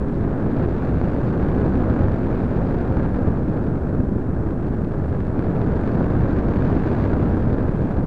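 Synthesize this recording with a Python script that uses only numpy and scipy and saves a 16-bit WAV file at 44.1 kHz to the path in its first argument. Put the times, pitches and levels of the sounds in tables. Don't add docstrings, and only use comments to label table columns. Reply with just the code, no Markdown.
import sys
import numpy as np
from scipy import signal
from scipy.fft import rfft, irfft, next_fast_len
from scipy.io import wavfile
from scipy.ndimage import uniform_filter1d

SR = 44100
rng = np.random.default_rng(int(sys.argv[2]) if len(sys.argv) > 2 else 0)


def to_wav(s):
    ch = np.atleast_2d(s).T
    pcm = np.round(np.clip(ch, -1, 1) * 32767)
    wavfile.write(sys.argv[1], SR, pcm.astype(np.int16))


def linear_from_db(decibels):
    return 10 ** (np.asarray(decibels, float) / 20)


N = 355446
SIZE = next_fast_len(N + 8192)
HZ = np.maximum(np.arange(SIZE // 2 + 1) * SR / SIZE, 1)


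def unit(x):
    return x / np.sqrt(np.mean(x ** 2))


def causal(points):
    hz, db = np.transpose(points)
    log_gain = np.log(linear_from_db(np.interp(np.log(HZ), np.log(hz), db)))
    cepstrum = irfft(log_gain, SIZE)
    cepstrum[1:SIZE // 2] *= 2
    cepstrum[SIZE // 2 + 1:] = 0
    return np.exp(rfft(cepstrum))


def shape(x, response):
    return irfft(rfft(x, SIZE) * response, SIZE)[:N]


def above(hz, octaves):
    return 1 / (1 + (hz / HZ) ** (4 / octaves))


def walk(rate):
    hold = max(int(SR / rate), 2)
    levels = np.repeat(rng.standard_normal(N // hold + 1), hold)
    slewed = uniform_filter1d(uniform_filter1d(levels, hold), hold)
    return unit(slewed[:N])


# time_s [s], airspeed_m_s [m/s]
AIRSPEED = [(0, 9.3), (.6, 10.2), (1.0, 10.54), (1.5, 10.67), (2.3, 10.62), (3.0, 10.22), (3.4, 9.6),
            (3.8, 9.03), (4.2, 8.57), (4.6, 8.94), (5.0, 9.2), (5.4, 9.68), (5.9, 10.74), (6.5, 11),
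            (7.0, 11.3), (7.4, 10.28), (7.8, 10.04), (8.06, 9.3)]
CRUISE_M_S = 10.1


def speed_db():
    time_s, airspeed_m_s = np.transpose(AIRSPEED)
    speed = np.interp(np.arange(N) / SR, time_s, airspeed_m_s)
    return 20 * np.log10(speed / CRUISE_M_S)


def eddies(rate, spread_db, push, smear_s):
    when, sign, size = rng.random((N, 3)).T
    kick_db = np.minimum(-spread_db * np.log(1 - size), 15)
    kicks = (when < rate / SR) * np.where(sign < push, 1, -1) * linear_from_db(kick_db)
    wake = np.exp(-np.arange(400) / (smear_s * SR)) * rng.standard_normal(400)
    wake[0] = 2.22
    smear = rfft(wake, SIZE)
    return unit(shape(kicks - kicks.mean(), smear / np.abs(smear)))


# pitch_hz [Hz], level_db [dB per Hz]
PORT = [(8, -10.5), (25, -4), (90, 0.5), (270, -4.5), (480, -13), (950, -24.5), (1620, -30), (1950, -40.5),
        (2600, -46.5), (2950, -52.5), (4650, -58), (5300, -65.5), (7000, -68), (11000, -97)]
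RUMBLE_POWER, RUSH_POWER, FINE_POWER, FINEST_POWER = 1.5, 2.76, 4.2, 4.5
BUFFET_PER_S, BUFFET_DB, FLARE_DB = 12, 0.76, 0.84


def wind():
    speed = speed_db()
    port = causal(PORT)
    mid, fine, finest = above(490, 0.8), above(1900, 0.28), above(3600, 0.4)
    rumble_db = RUMBLE_POWER * speed + BUFFET_DB * walk(BUFFET_PER_S)
    rush_db = RUSH_POWER * speed + FLARE_DB * walk(BUFFET_PER_S)
    shared = eddies(2500, 2.6, 0.8, 0.00013)
    patch = np.clip(walk(220), -2.5, 1.8)

    big = np.sqrt(0.3) * shared + np.sqrt(0.7) * rng.standard_normal(N)
    out = shape(linear_from_db(rumble_db + 0.6 * patch) * big, port * np.sqrt(1 - mid))
    crest = np.clip(unit(out), -2.5, 2.1)

    # band, level_db, rate_per_s, own share of power, patchy_db, crest_db
    scales = [(mid - fine, rush_db, 7000, 0.7, 0.8, 0.8),
              (fine - finest, FINE_POWER * speed, 5000, 0.65, 1.6, 1.4),
              (finest, FINEST_POWER * speed - 0.7, 3500, 0.75, 1.7, 1.6)]
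    for band, level_db, rate, own, patchy_db, crest_db in scales:
        air = np.sqrt(1 - own) * shared + np.sqrt(own) * eddies(rate, 2.14, 0.6, 0.0002)
        air = air * linear_from_db(level_db + patchy_db * patch + crest_db * crest)
        out = out + shape(air, port * np.sqrt(np.abs(band)))
    out = unit(out)
    return linear_from_db(-19.5) * (out + 0.015 * out ** 2)


# start_s [s], peak_db [dB in the treble]
FRONTS = [(0.0828, -41), (0.292, -43), (0.5674, -41), (0.848, -40.5), (1.0133, -35.5), (1.1633, -37.5),
          (1.273, -39.5), (1.6797, -41.5), (1.8404, -39.5), (2.083, -39), (2.1216, -40), (2.9691, -36.5),
          (3.0295, -41), (3.1606, -39), (3.1858, -41), (3.5738, -44.5), (3.6392, -41.5), (2.7865, -40.5),
          (6.3864, -39), (4.8463, -41), (5.2039, -38.5), (5.3916, -36), (5.4235, -40), (5.615, -36.5),
          (5.8745, -35.5), (6.6217, -39), (6.6494, -37.5), (7.2564, -41.5), (6.165, -40.5), (7.5287, -37)]
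TICKS_PER_S, TICK_DB, TICK_SPREAD_DB, TICK_POWER = 26, -46, 2.3, 3.6
TEAR_S, TEAR_DB = 0.00071, -17
FRONT_DELAY_S, BODY_DB, BODY_SPREAD_DB = 0.0011, -5, 1.5


def fronts():
    when, size = rng.random((int(TICKS_PER_S * N / SR), 2)).T
    tick_db = TICK_DB + TICK_SPREAD_DB * 4 * (size - 0.5)
    tick_db = tick_db + TICK_POWER * speed_db()[(when * N).astype(int)]
    start_s, peak_db = np.hstack([np.transpose(FRONTS), [when * N / SR, tick_db]])

    lag = np.arange(98)
    count = len(start_s)
    tear = linear_from_db(TEAR_DB) * rng.standard_normal((count, 98)) * np.exp(-lag / (TEAR_S * SR))
    tear[:, 0] = np.sign(rng.standard_normal(count))
    tear *= linear_from_db(peak_db)[:, None] / np.sqrt(np.sum(tear ** 2, axis=1, keepdims=True))
    body_db = BODY_DB + BODY_SPREAD_DB * rng.standard_normal((count, 1))

    at = np.minimum(((start_s + FRONT_DELAY_S) * SR).astype(int)[:, None] + lag, N - 1)
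    crack, body = np.zeros(N), np.zeros(N)
    np.add.at(crack, at, tear)
    np.add.at(body, at, tear * linear_from_db(body_db))

    port, edge = causal(PORT), above(1500, 0.6)
    bite = edge * (1 + 0.5 * above(3300, 0.4)) * (1 - above(6500, 0.55))
    treble_peak = np.abs(irfft(port * above(2300, 0.2), SIZE)).max()
    return (shape(crack, port * bite) + shape(body, port * (1 - edge))) / treble_peak


# pitch_hz [Hz], level_db [dB]
WHISTLES = [
    (3890, -86),
    (5600, -84),
    (6200, -96),
    (7400, -86),
    (9600, -89),
    (10638, -100),
    (11412, -108),
]
# pitch_hz [Hz], level_db [dB per Hz]
HISS = [(1000, -0.5), (6000, -3), (9800, -3), (10800, -10), (11600, -20), (12100, -35), (12500, -39),
        (16000, -70)]
HISS_DB = -71


def electronics():
    t = np.arange(N) / SR
    tones = np.zeros(N)
    for pitch_hz, level_db in WHISTLES:
        tones += np.sqrt(2) * linear_from_db(level_db) * np.sin(2 * np.pi * pitch_hz * t)
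    hiss = shape(rng.standard_normal(N), causal(HISS) * above(800, 0.97))
    return tones + linear_from_db(HISS_DB) * unit(hiss)


CAPSULE_LIMIT = 0.89
FADE_S = 0.006


def scene():
    air = wind() + linear_from_db(-1.5) * fronts()
    air = CAPSULE_LIMIT * np.tanh(air / CAPSULE_LIMIT)
    fade = np.minimum((N - np.arange(N)) / (FADE_S * SR), 1)
    return ((air - air.mean()) * fade)[None]


def roll_off(x):
    return signal.sosfilt(signal.butter(12, 12300, fs=SR, output="sos"), x)


OFFSET = 0.0267


def record(dry):
    mix = dry + electronics() + OFFSET
    return roll_off(mix)


dry = scene()
out = record(dry)
to_wav(out)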